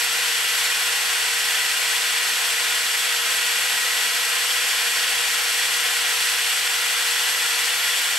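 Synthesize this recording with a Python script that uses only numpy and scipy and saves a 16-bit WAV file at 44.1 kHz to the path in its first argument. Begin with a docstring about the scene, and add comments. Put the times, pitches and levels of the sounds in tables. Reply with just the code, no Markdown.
"""An electric drill runs over a wooden bench, close to a stereo microphone, slowly turning a ball-winding tool.
From the start, its fan and brushes rush through the housing, the gears chatter faintly, the rotor hums,
and fan and commutator whine. Bench and walls echo the rush, and the workshop rumbles faintly.
As it runs on at an almost steady speed, the commutator's whistle slowly swells and sinks.
Near the end the grip shifts: the hum falls away and the fan tone softens a little."""
import sys
import numpy as np
from scipy.fft import rfft, irfft, next_fast_len
from scipy.io import wavfile
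from scipy.ndimage import map_coordinates

SR = 44100
rng = np.random.default_rng(int(sys.argv[2]) if len(sys.argv) > 2 else 0)


def wav_record(signal):
    """Record a signal, one row per channel, as 16-bit PCM in the file named by sys.argv[1]."""
    frames = np.transpose(np.atleast_2d(signal))
    bounded = np.clip(frames, -1, 1)
    # unit amplitude maps onto the largest positive 16-bit level
    quanta = np.round(bounded * 32767).astype(np.int16)
    wavfile.write(sys.argv[1], SR, quanta)


N = 360738


def amp(db):
    """Turn decibels into a number to multiply by."""
    return 10 ** (np.asarray(db) / 20)


def unit(x):
    """Scale a sound to an average strength (rms) of 1."""
    return x / np.sqrt(np.mean(x ** 2) + 1e-20)


def along(points, hz):
    """Read between the rows of a (pitch_hz, value) table, on a log pitch scale."""
    pitches, values = np.transpose(points)
    return np.interp(np.log(hz + 1), np.log(pitches + 1), values)


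def wobble(rate_hz):
    """A smooth curve through rate_hz random values a second."""
    values = rng.standard_normal(int(N * rate_hz / SR) + 4)
    return map_coordinates(values, [np.arange(N) * rate_hz / SR])


def filtered(x, response):
    """Multiply each frequency in a sound by response(hz)."""
    size = next_fast_len(N + 8192)
    return irfft(rfft(x, size) * response(np.fft.rfftfreq(size, 1 / SR)), size)[..., :N]


def panned(left_db):
    """Two gains that make the left side left_db louder than the right."""
    return amp(np.array([[.5], [-.5]]) * left_db)


def workshop_echoes(x, echo_db, ring_s, dull_hz, positions=5):
    """Bench and walls add short echoes, which drift as the hand moves the drill."""
    t = np.arange(SR // 4) / SR
    tails = rng.standard_normal((positions, 2, len(t))) * amp(-60 * t / ring_s) * (t > .003)
    tails /= np.linalg.norm(tails, axis=-1, keepdims=True)
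    echoes = irfft(rfft(x) * rfft(tails, N), N)
    # each position of the drill has its own echoes and fades into the next
    position = np.linspace(0, positions - 1, N)
    nearness = np.clip(1 - abs(position - np.arange(positions)[:, None, None]), 0, 1)
    echo = np.sum(np.sqrt(nearness) * echoes, axis=0)
    return unit(x + amp(echo_db) * filtered(echo, lambda hz: 1 / (1 + 1j * hz / dull_hz)))


# The broad shape of the rush of fan and brushes: pitch_hz, relative_db
RUSH_SHAPE = [(30, -38), (180, -29.5), (400, -21.5), (700, -8.5), (1150, -5.5), (1450, -5), (2900, 0.0),
              (3800, -5), (6700, -8.5), (8000, -4.5), (9800, -11.5), (11300, -8.5), (14500, -20),
              (15600, -25.5)]
# Pitches that the housing and its surroundings boost or weaken: pitch_hz, width_hz, boost_db
HOUSING_PEAKS = [(103, 32, 6.1), (221, 19, 4.6), (275, 33, 2.8), (493, 77, 8.1), (580, 73, -7.1),
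                 (783, 12, -4.2), (920, 44, -4.8), (1064, 77, 2.2), (1189, 136, -6.0), (1308, 99, 3.7),
                 (1467, 120, 4.4), (1592, 58, 4.1), (1755, 63, 3.6), (1916, 127, 4.8), (1980, 51, 4.5),
                 (2207, 37, -3.5), (2250, 55, 3.6), (2432, 36, 5.2), (2956, 38, -3.1), (3078, 76, 2.5),
                 (3343, 84, 5.1), (3506, 104, 3.1), (4182, 80, 3.6), (4387, 68, 3.3), (4588, 357, 3.2),
                 (5470, 39, 3.8), (5649, 332, 2.9), (7970, 65, 2.3), (12305, 981, -3.7), (13180, 434, 3.3)]

def housing(hz):
    """The gain of the rush at each pitch: a broad hump with the housing's peaks and hollows."""
    peaks_db = sum(db / (1 + (2 * (hz - centre) / width) ** 2) for centre, width, db in HOUSING_PEAKS)
    return amp(along(RUSH_SHAPE, hz) + peaks_db)


# How alike the rush is on the left and right: pitch_hz, likeness (0 to 1)
STEREO_LIKENESS = [(60, .88), (350, 0.81), (490, 0.89), (580, 0.49), (700, 0.72), (1500, 0.74),
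                   (3000, 0.76), (5000, 0.7), (6600, 0.6), (8000, 0.79), (10000, 0.74), (15000, 0.95)]
# How much louder it is on the left: pitch_hz, left_db
LEFT_LOUDER = [(100, .5), (350, 2.5), (480, 1), (590, 0.5), (740, 3), (890, 0), (1250, 3), (1900, 1),
               (3000, 0), (6100, -1), (7100, 2.6), (11500, 2), (15000, .2)]
# How far its wave is ahead on the left: pitch_hz, lead_radians
LEFT_AHEAD = [(100, 0), (650, -0.67), (1100, -0.19), (1950, -0.72), (3600, -0.11), (5600, 0.2), (6400, 0.5),
              (7200, .1), (12500, -.1)]

def at_microphone(noises):
    """Two unrelated noises, coloured by the housing, become a partly alike left and right."""
    def blend(hz):
        angle = np.arccos(np.clip(along(STEREO_LIKENESS, hz), -1, 1)) / 2
        return housing(hz) * np.array([np.cos(angle), np.sin(angle)])

    def placement(hz):
        lead = np.exp(np.array([[.5j], [-.5j]]) * along(LEFT_AHEAD, hz))
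        return panned(along(LEFT_LOUDER, hz)) * lead

    mid, side = filtered(noises, blend)
    return filtered(np.array([mid + side, mid - side]), placement)


def rush(split_hz, air_db, hiss_db, chatter_db):
    """Fan air rushes below split_hz and brushes hiss above it; slack in the gears shakes both."""
    noises = workshop_echoes(rng.standard_normal((2, N)), echo_db=-12.5, ring_s=0.13, dull_hz=11000)
    noise = at_microphone(noises)
    air = filtered(noise, lambda hz: 1 / (1 + (hz / split_hz) ** 6))
    shake_db = chatter_db * wobble(110)
    fan = unit(air) * amp(air_db + shake_db + 0.17 * wobble(22))
    # the brushes ride unevenly on the commutator, the rotor's ring of contacts
    brushes = unit(noise - air) * amp(hiss_db + shake_db + 0.47 * wobble(60) + 0.25 * wobble(10))
    return fan + brushes


def tone(turns, cycles_per_turn, flutter_db, slip_radians=0.2):
    """A tone that follows the rotor, fluttering in strength and timing."""
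    phase = 2 * np.pi * (cycles_per_turn * turns + rng.random()) + slip_radians * wobble(25)
    return unit(np.sin(phase) * amp(flutter_db * wobble(9)))


# The tones of rotor and gears: cycles_per_turn, level_db, flutter_db, left_db
ROTOR_TONES = [(1, -49, 0, 6), (2, -54.5, 1.5, 0), (3, -54, 6, -1), (4, -42.5, 2, 1), (5.61, -57, 5, 0),
               (6.2, -53, 1, 0), (11.61, -50, 4, 0), (11.8, -56, -5, 0), (12, -55, 0, 0),
               (13, -47.5, 2, -1)]

def rotor_hum(turns):
    """The spinning rotor and its gears hum at multiples of the rotor's speed."""
    return sum(panned(left_db) * amp(level_db) * tone(turns, cycles_per_turn, flutter_db)
               for cycles_per_turn, level_db, flutter_db, left_db in ROTOR_TONES)


def fan_tone(turns, level_db):
    """The passing blades of the cooling fan make one steady note."""
    return amp(level_db) * tone(turns, cycles_per_turn=6, flutter_db=0.2, slip_radians=.3)


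# The commutator's main tone and its weaker neighbours: cycles_per_turn, relative_db
WHISTLE_TONES = [(23, -10), (23.75, -8.5), (24, 0), (24.25, -8.5), (25, -8)]

def commutator_whistle(turns, t, level_db, swell_db, peak_s, period_s):
    """Contacts passing under the brushes make a thin whistle that swells, sinks and wanders in level."""
    swell = np.cos(2 * np.pi * (t - peak_s) / period_s)
    gain = amp(level_db + swell_db * swell + .9 * wobble(3))
    whistle = sum(amp(db) * tone(turns, cycles, flutter_db=2) for cycles, db in WHISTLE_TONES)
    return panned(left_db=5.0) * gain * whistle


# The shape of the workshop's low rumble: pitch_hz, relative_db
RUMBLE_SHAPE = [(25, -18), (47, 3), (66, -14), (108, -3), (145, -27), (400, -60), (2000, -120)]

def room_rumble(level_db):
    """The room rumbles faintly, the same in both ears, and wanders slowly in strength."""
    rumble = filtered(rng.standard_normal(N), lambda hz: amp(along(RUMBLE_SHAPE, hz)))
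    return unit(rumble) * amp(level_db + 1.8 * wobble(1.96))


def grip_shift(t, drop_db, start_s=7.7, length_s=0.41):
    """A gain that turns a tone down as the hand shifts its grip."""
    return amp(-drop_db * np.clip((t - start_s) / length_s, 0, 1))


def scene():
    """The turning rotor drives every tone of the drill, over the rush and the room's rumble."""
    t = np.arange(N) / SR
    start_hz, creep_hz_per_s = 470.3, .38  # the rotor gains speed very slowly
    speed_hz = start_hz + creep_hz_per_s * t + 0.15 * wobble(14)
    turns = np.cumsum(speed_hz) / SR
    air_and_hiss = rush(split_hz=4460, air_db=-24, hiss_db=-26.5, chatter_db=0.41)
    hum = rotor_hum(turns) * grip_shift(t, drop_db=7)
    fan = fan_tone(turns, level_db=-39) * grip_shift(t, drop_db=2)
    whistle = commutator_whistle(turns, t, level_db=-44.8, swell_db=2, peak_s=4, period_s=4.1)
    return air_and_hiss + hum + fan + whistle + room_rumble(level_db=-68.5)


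def record(dry):
    """Cut away the very highest treble."""
    return filtered(dry, lambda hz: hz < 15700)


dry = scene()
out = record(dry)
wav_record(out)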